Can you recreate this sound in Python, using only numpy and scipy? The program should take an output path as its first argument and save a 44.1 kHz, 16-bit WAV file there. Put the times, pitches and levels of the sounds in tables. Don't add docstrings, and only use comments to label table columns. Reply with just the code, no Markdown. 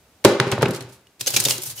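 import sys
import numpy as np
from scipy import signal
from scipy.fft import rfft, irfft
from scipy.io import wavfile

SR = 44100
rng = np.random.default_rng(int(sys.argv[2]) if len(sys.argv) > 2 else 0)


def wav_out(sig):
    wavfile.write(sys.argv[1], SR, np.round(np.clip(np.atleast_2d(sig).T, -1, 1) * 32767).astype(np.int16))


def voltage_ratio(decibels):
    exponent = np.asarray(decibels, float) / 20
    return 10 ** exponent


N = 79380

# (frequency [Hz], density [dB per Hz])
AIR_SPECTRUM = [(24, -32), (50, -5), (77, 9), (110, 0.5), (529, -1.5), (990, -7.5), (6650, -14),
                (16000, -18.5)]
# (time [s], gain [dB])
AIR_GAIN_RIDE = [
    (.24, 0.2),
    (.3, -1.5),
    (1.18, -2.5),
    (1.3, 1),
]
# (frequency [Hz], correlation [-1..1])
STEREO_LIKENESS = [(60, 1), (500, .97), (1000, 0.87), (2000, 0.46), (4000, 0.21), (12000, .1)]
# (time [s], thud [dB], crack [dB], crack length [s], crack tilt [dB/octave])
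KNOCKS = [(0.2409, -31, -29, 0.011, 1.5), (0.2478, 2.5, -5.5, 0.004, 3), (0.2512, 0.5, -6, 0.0048, -6),
          (0.265, -29, -41, 0.0011, 7), (0.3997, -7.5, -6.5, 0.002, -2.55),
          (0.4617, -9.5, -32.5, 0.036, -3.5), (0.5125, -45, -26, 0.0017, -4),
          (0.5155, -32, -18, 0.0031, 2.5), (0.5204, -8, -22, 0.011, -3.5), (0.584, -13.5, -40, 0.0041, 2),
          (0.608, -37, -25, 0.014, -6), (0.6198, -14, -23.5, 0.0048, 4.5),
          (0.6277, -7, -11.5, 0.0039, -4.5), (0.6557, -48, -20.5, 0.0044, -5.5),
          (0.683, -15.5, -33.5, 0.0048, 5.5), (0.707, -24.5, -29.5, 0.0049, 5.5),
          (0.732, -23.5, -36.5, 0.018, 3), (0.747, -33, -30.5, 0.0052, 3), (0.759, -38, -33.5, 0.01, 4.5),
          (0.8064, -26, -31, 0.0045, 4), (0.823, -55.5, -41, 0.0033, 6), (0.888, -69, -51, 0.02, 5.5),
          (0.92, -53, -48.5, 0.028, 7), (1.01, -54, -58, .003, 16.5), (1.07, -61.5, -50, 0.0016, 4.5),
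          (1.125, -80, -69.5, 0.0085, 11.5)]
# (frequency [Hz], density [dB per Hz])
CRACK_SPECTRUM = [(300, -3.5), (1000, 1.3), (2000, 1.5), (4000, 0), (7000, -5), (11000, -10), (16000, -22)]
# (frequency [Hz], level [dB], t60 [s])
TABLE_MODES = [(74, -36, 0.067), (116.1, -10, 0.13), (151.2, -11, 0.074), (201.2, -20.5, 0.17),
               (279.9, -20.5, 0.14), (347.7, -17, 0.14), (396, -16.5, 0.22), (465, -18.5, 0.081),
               (526, -19, 0.13), (559.8, -22, 0.22), (710, -19.5, 0.021), (761, -20, 0.054),
               (918, -20.5, 0.032), (1103, -23, 0.02)]
# (frequency [Hz], t60 [s])
ROOM_T60 = [(80, 0.54), (250, 0.41), (600, 0.5), (1500, 0.61), (4000, 0.48), (10000, 0.27)]
# (frequency [Hz], level [dB])
ROOM_SPECTRUM = [(60, -41), (120, -1.5), (250, 4), (600, 1.5), (1500, 0.7), (4000, -0.5), (10000, -3),
                 (15000, -6.5)]
# (time [s], level [dB], pitch [Hz], strength [1 outward, -1 inward])
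TICKS = [(.2483, -25, 2980, -0.23), (.4016, -9, 2010, 0.81), (0.523, -3, 2580, 1),
         (0.5271, -7.5, 2560, 0.8), (0.58, -10, 1480, 1), (0.6603, -12.5, 2400, 0.49),
         (0.809, -35, 4000, 1), (1.2111, -14.5, 4500, -1), (1.2621, -22, 4500, -0.75),
         (1.269, -8, 5040, -1), (1.2725, -14, 5500, -0.72), (1.2759, -6, 4530, -1),
         (1.2773, -4, 3500, -0.57), (1.3103, -17, 6000, -1), (1.3426, -5.5, 3480, 0.85),
         (1.3665, -19, 4000, 0.081), (1.367, -10, 5040, 0.38), (1.3905, -14, 5000, -0.92),
         (1.4025, -12, 7000, 1), (1.452, -18, 5000, -0.21), (1.456, -5, 6000, -0.27),
         (1.4855, -6, 3000, 0.83), (1.503, -9, 4500, 0.73), (1.5045, -10.5, 5000, -1.5),
         (1.5101, 2.5, 4540, -0.66), (1.5814, -7, 4070, 0.24), (1.6368, -25, 8000, 1),
         (1.6617, -21, 7000, -1), (1.78, -33, 3530, 0.85)]
# (time [s], level [dB], pitch [Hz], t60 [s])
SLAPS = [(0.2489, 5, 534, 0.025), (0.2556, 0, 385, 0.022), (.283, -16.5, 450, .012),
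         (0.3992, -2.5, 482, 0.016), (0.5256, -19.5, 303, 0.032), (.5805, -11.5, 616, 0.012),
         (0.6197, -5.5, 450, 0.008), (0.6286, -0.5, 484, 0.019), (0.64, -12, 424, .008),
         (0.661, -11, 400, 0.027), (.685, -22, 200, 0.074), (0.709, -16, 277, 0.022),
         (0.844, -34.5, 119.5, 0.14), (0.886, -41.5, 116.8, 0.11), (1.4658, -14.5, 490, 0.016),
         (1.473, -23, 515, 0.014), (1.585, -30.5, 365, .1)]
# (time [s], pitch [Hz], level [dB], t60 [s])
PINGS = [(0.658, 2750, -10, 0.0083), (0.657, 1520, -19, .006), (.808, 4180, -35, 0.026),
         (1.069, 2900, -42.5, 0.021), (1.269, 6330, -12, 0.021), (1.277, 3010, -19, 0.036),
         (1.363, 2370, -14.5, 0.068), (1.366, 3050, -16, 0.017), (1.367, 7260, -18, 0.016),
         (1.456, 6600, -14, .015), (1.403, 8200, -17, 0.017), (1.27, 4900, -20, .02),
         (1.365, 4230, -23, 0.022), (1.456, 3640, -12.5, 0.029), (1.51, 2845, -28, 0.12),
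         (1.779, 2990, -34, 0.083), (1.275, 510, -26, 0.034)]
# (time [s], grit [dB], table hum [dB])
DRAG = [
    (1.185, -100.5, -72),
    (1.202, -39, -57),
    (1.259, -45.5, -84),
    (1.271, -31, -57),
    (1.401, -32.5, -54),
    (1.518, -25, -57),
    (1.6, -42, -67),
    (1.719, -36, -59),
    (1.74, -51.5, -71),
]
# (time [s], crunch [dB], length [s], centre [Hz], thud [dB])
CRUNCHES = [(1.194, -42, 0.0049, 4010, -57), (1.203, -35.5, 0.0015, 7980, -55),
            (1.2086, -18, 0.0031, 4700, -39), (1.2617, -22.5, 0.0019, 4600, -28),
            (1.271, -15.5, 0.0038, 6060, -57), (1.277, -14, 0.0024, 4360, -61),
            (1.282, -23, .004, 7060, -52), (1.303, -21, 0.0033, 8170, -59),
            (1.336, -21, 0.0097, 4660, -22.5), (1.362, -8, 0.0051, 4200, -20),
            (1.392, -28, .008, 4550, -57), (1.3997, -13.5, 0.0031, 7700, -33),
            (1.405, -18, 0.0023, 6050, -35), (1.438, -18.5, 0.003, 8100, -39),
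            (1.451, -11, 0.0037, 5000, -20), (1.465, -35, 0.0025, 3460, -29),
            (1.484, -15.5, 0.002, 4400, -23.5), (1.491, -20, 0.011, 7000, -49),
            (1.5064, -14.5, 0.0027, 4870, -51), (1.518, -23.5, 0.0046, 4770, -41),
            (1.531, -41, 0.0017, 6200, -33.5), (1.58, -22, 0.0017, 7400, -48),
            (1.617, -28, 0.0054, 8900, -61), (1.632, -23.5, 0.0046, 11050, -102),
            (1.653, -27.5, 0.014, 9900, -42), (1.695, -29.5, 0.0091, 7720, -69),
            (1.712, -40, 0.0058, 9800, -75), (1.751, -36, 0.048, 11000, -70),
            (1.769, -35.5, 0.024, 4786, -63)]
# (frequency [Hz], density [dB per Hz])
GRIT_SPECTRUM = [(350, 4.5), (600, 3.5), (1140, -2.5), (2440, 2.5), (3120, 5), (6730, 7.5), (11500, 7),
                 (16000, 4.5)]

AIR_DB = -57
CRACK_RISE, CRUNCH_RISE = 0.18, 1.45
MODE_SPREAD_DB = 2.5
TABLE_LOW_CUT_HZ, GLASS_LOW_CUT_HZ = 62, 300
ROOM_WOOD_DB, ROOM_SLAP_DB, ROOM_GLASS_DB, ROOM_GRIT_DB = -8, -16, -6.5, -11
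ROOM_RISE_S = 0.0028
TICK_CYCLES, TICK_PAN_DB = 3.4, 2.5
CONTACT_HZ = 1800
PING_HIT_S = 0.0015
HUM_LOW_HZ, HUM_HIGH_HZ = 100, 144
GRIT_PER_S, GRIT_SPREAD_DB, DUST_SHARE = 3000, 2, 0.48
CRUNCH_OCTAVES, CRUNCH_PEAK_DB = 1, 10.5
SHARD_DB, SHARD_T60_S, SHARD_PITCH_RATIO = -22.5, 0.0036, 0.646
CEILING, TOP_HZ = 0.97, 15900


def rms_one(x):
    return x / np.sqrt(np.mean(x ** 2) + 1e-20)


def at_hz(points, hz):
    table_hz, value = np.array(points)[:, 0], np.array(points)[:, 1]
    return np.interp(np.log(hz), np.log(table_hz), value)


def click_at(s):
    return np.arange(N) == int(s * SR)


def ring(clicks, hz, t60_s):
    radius = voltage_ratio(-60 / (t60_s * SR))
    w = 2 * np.pi * hz / SR
    return signal.lfilter([0, np.sin(w)], [1, -2 * radius * np.cos(w), radius * radius], clicks + 1e-18)


def high_pass(x, order, cut_hz):
    return signal.sosfilt(signal.butter(order, cut_hz, "high", fs=SR, output="sos"), x)


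def colour(pair, db_at):
    size = pair.shape[1]
    hz = np.fft.rfftfreq(size, 1 / SR) + 1
    alike = np.clip(at_hz(STEREO_LIKENESS, hz), -1, 1)
    mid, side = rfft(pair)
    both = np.sqrt(1 + alike) * mid + np.sqrt(1 - alike) * side * [[1], [-1]]
    return rms_one(irfft(both * voltage_ratio(db_at(hz)), size))


def grains(size):
    sizes = voltage_ratio(GRIT_SPREAD_DB * np.minimum(rng.exponential(1, size), 4))
    sizes = sizes * (rng.random(size) < GRIT_PER_S / SR)
    return (sizes + DUST_SHARE) * rng.standard_normal((2, size))


def burst(s, db, length_s, rise, db_at):
    out = np.zeros((2, N + SR))
    t = np.arange(4096) / SR
    i = int(s * SR)
    shape = (1 - np.exp(-t / (rise * length_s))) * np.exp(-t / length_s)
    out[:, i:i + 4096] = voltage_ratio(db) * shape / shape.max() * colour(grains(4096), db_at)
    return out[:, :N]


def room_air(t):
    level_db = AIR_DB + np.interp(t, *np.transpose(AIR_GAIN_RIDE))
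    return voltage_ratio(level_db) * colour(rng.standard_normal((2, N)), lambda hz: at_hz(AIR_SPECTRUM, hz))


def crack_colour(tilt):
    return lambda hz: at_hz(CRACK_SPECTRUM, hz) + tilt * np.log2(np.maximum(hz, 500) / 4000)


def cracks():
    return sum(burst(s, db, length_s, CRACK_RISE, crack_colour(tilt)) for s, _, db, length_s, tilt in KNOCKS)


def table_top(rows, rumble):
    s, db = np.transpose(rows)
    at = (s * SR).astype(int)
    spread = rng.standard_normal((len(s), len(TABLE_MODES)))
    out = np.zeros(N)
    for k, (hz, level_db, t60_s) in enumerate(TABLE_MODES):
        clicks = rumble.copy()
        clicks[at] += voltage_ratio(db + MODE_SPREAD_DB * spread[:, k])
        out += (-1) ** k * voltage_ratio(level_db) * ring(clicks, hz, t60_s)
    return out


def crack_echo():
    out = np.zeros(N + SR)
    click = np.zeros((2, 512))
    click[0, 128] = 1
    for s, _, db, length_s, tilt in KNOCKS:
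        i = int(s * SR) - 128
        energy = np.sqrt(length_s * SR / 1024)
        out[i:i + 512] += voltage_ratio(db) * energy * colour(click, crack_colour(tilt))[0]
    return out[:N]


def room(x):
    t = np.arange(SR) / SR
    hz = np.fft.rfftfreq(SR, 1 / SR) + 1
    whole = rfft(colour(rng.standard_normal((2, SR)), lambda f: at_hz(ROOM_SPECTRUM, f)))
    tail = 0
    for centre_hz in 40 * 2 ** np.arange(10):
        band = np.maximum(1 - np.abs(np.log2(hz / centre_hz)), 0)
        tail = tail + irfft(whole * band) * voltage_ratio(-60 * t / at_hz(ROOM_T60, centre_hz))
    tail = tail * (1 - np.exp(-t / ROOM_RISE_S)) / 30
    return signal.fftconvolve(tail, x[None], axes=1)[:, :N]


def ticks():
    out = 0
    for (s, db, hz, way), side in zip(TICKS, rng.uniform(-1, 1, len(TICKS))):
        pan = voltage_ratio(TICK_PAN_DB * side * np.array([[1], [-1]]))
        soften = signal.butter(1, min(2 * hz, 15000), fs=SR)
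        one = signal.lfilter(*soften, ring(click_at(s), hz, TICK_CYCLES / hz))
        out = out + way * pan * voltage_ratio(db) * one
    return out


def slaps():
    out = sum(voltage_ratio(db) * ring(click_at(s), hz, t60_s) for s, db, hz, t60_s in SLAPS)
    return signal.lfilter(*signal.butter(1, CONTACT_HZ, fs=SR), out)


def pings():
    out = np.zeros(N)
    t = np.arange(N) / SR
    for s, hz, db, t60_s in PINGS:
        touch = rng.standard_normal(N) * (t >= s) * np.exp(-np.maximum(t - s, 0) / PING_HIT_S)
        out += voltage_ratio(db) * ring(touch, hz, t60_s) / np.sqrt(PING_HIT_S * SR / 2)
    return out


def drag_rumble(t):
    s, _, hum_db = np.transpose(DRAG)
    band = signal.butter(2, [HUM_LOW_HZ, HUM_HIGH_HZ], "band", fs=SR)
    return signal.lfilter(*band, rng.standard_normal(N)) * voltage_ratio(np.interp(t, s, hum_db, left=-140))


def drag_grit(t):
    s, grit_db, _ = np.transpose(DRAG)
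    stream = colour(grains(N), lambda hz: at_hz(GRIT_SPECTRUM, hz))
    return voltage_ratio(np.interp(t, s, grit_db, left=-140)) * stream


def crunch_colour(centre_hz):
    def db_at(hz):
        octaves = np.log2(hz / centre_hz)
        return at_hz(GRIT_SPECTRUM, hz) + CRUNCH_PEAK_DB * np.exp(-(octaves / CRUNCH_OCTAVES) ** 2)
    return db_at


def crunches():
    out = 0
    for s, db, length_s, centre_hz, _ in CRUNCHES:
        one = burst(s, db, length_s, CRUNCH_RISE, crunch_colour(centre_hz))
        out = out + one + voltage_ratio(SHARD_DB) * ring(one, centre_hz * SHARD_PITCH_RATIO, SHARD_T60_S)
    return out


def scene():
    t = np.arange(N) / SR
    knock_thuds = [row[:2] for row in KNOCKS]
    crunch_thuds = [(row[0], row[4]) for row in CRUNCHES]
    wood = table_top(knock_thuds + crunch_thuds, drag_rumble(t))
    wood, flat = high_pass([wood, slaps()], 4, TABLE_LOW_CUT_HZ)
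    grit = crunches() + drag_grit(t)
    snaps, grit, sharp = high_pass([cracks(), grit, ticks()], 2, GLASS_LOW_CUT_HZ)
    to_room = voltage_ratio(ROOM_WOOD_DB) * wood + voltage_ratio(ROOM_SLAP_DB) * flat
    to_room = to_room + voltage_ratio(ROOM_GLASS_DB) * crack_echo() + voltage_ratio(ROOM_GRIT_DB) * (grit[0] + sharp[0])
    return room_air(t) + wood + flat + snaps + sharp + pings() + grit + room(to_room)


def band_limit(x):
    return signal.sosfilt(signal.butter(12, 16450, fs=SR, output="sos"), x)


def record(dry):
    flat = CEILING * dry / (1 + (dry / CEILING) ** 6) ** (1 / 6)
    cut = signal.cheby2(14, 70, TOP_HZ + 650, fs=SR, output="sos")
    return band_limit(signal.sosfilt(cut, flat))


dry = scene()
out = record(dry)
wav_out(out)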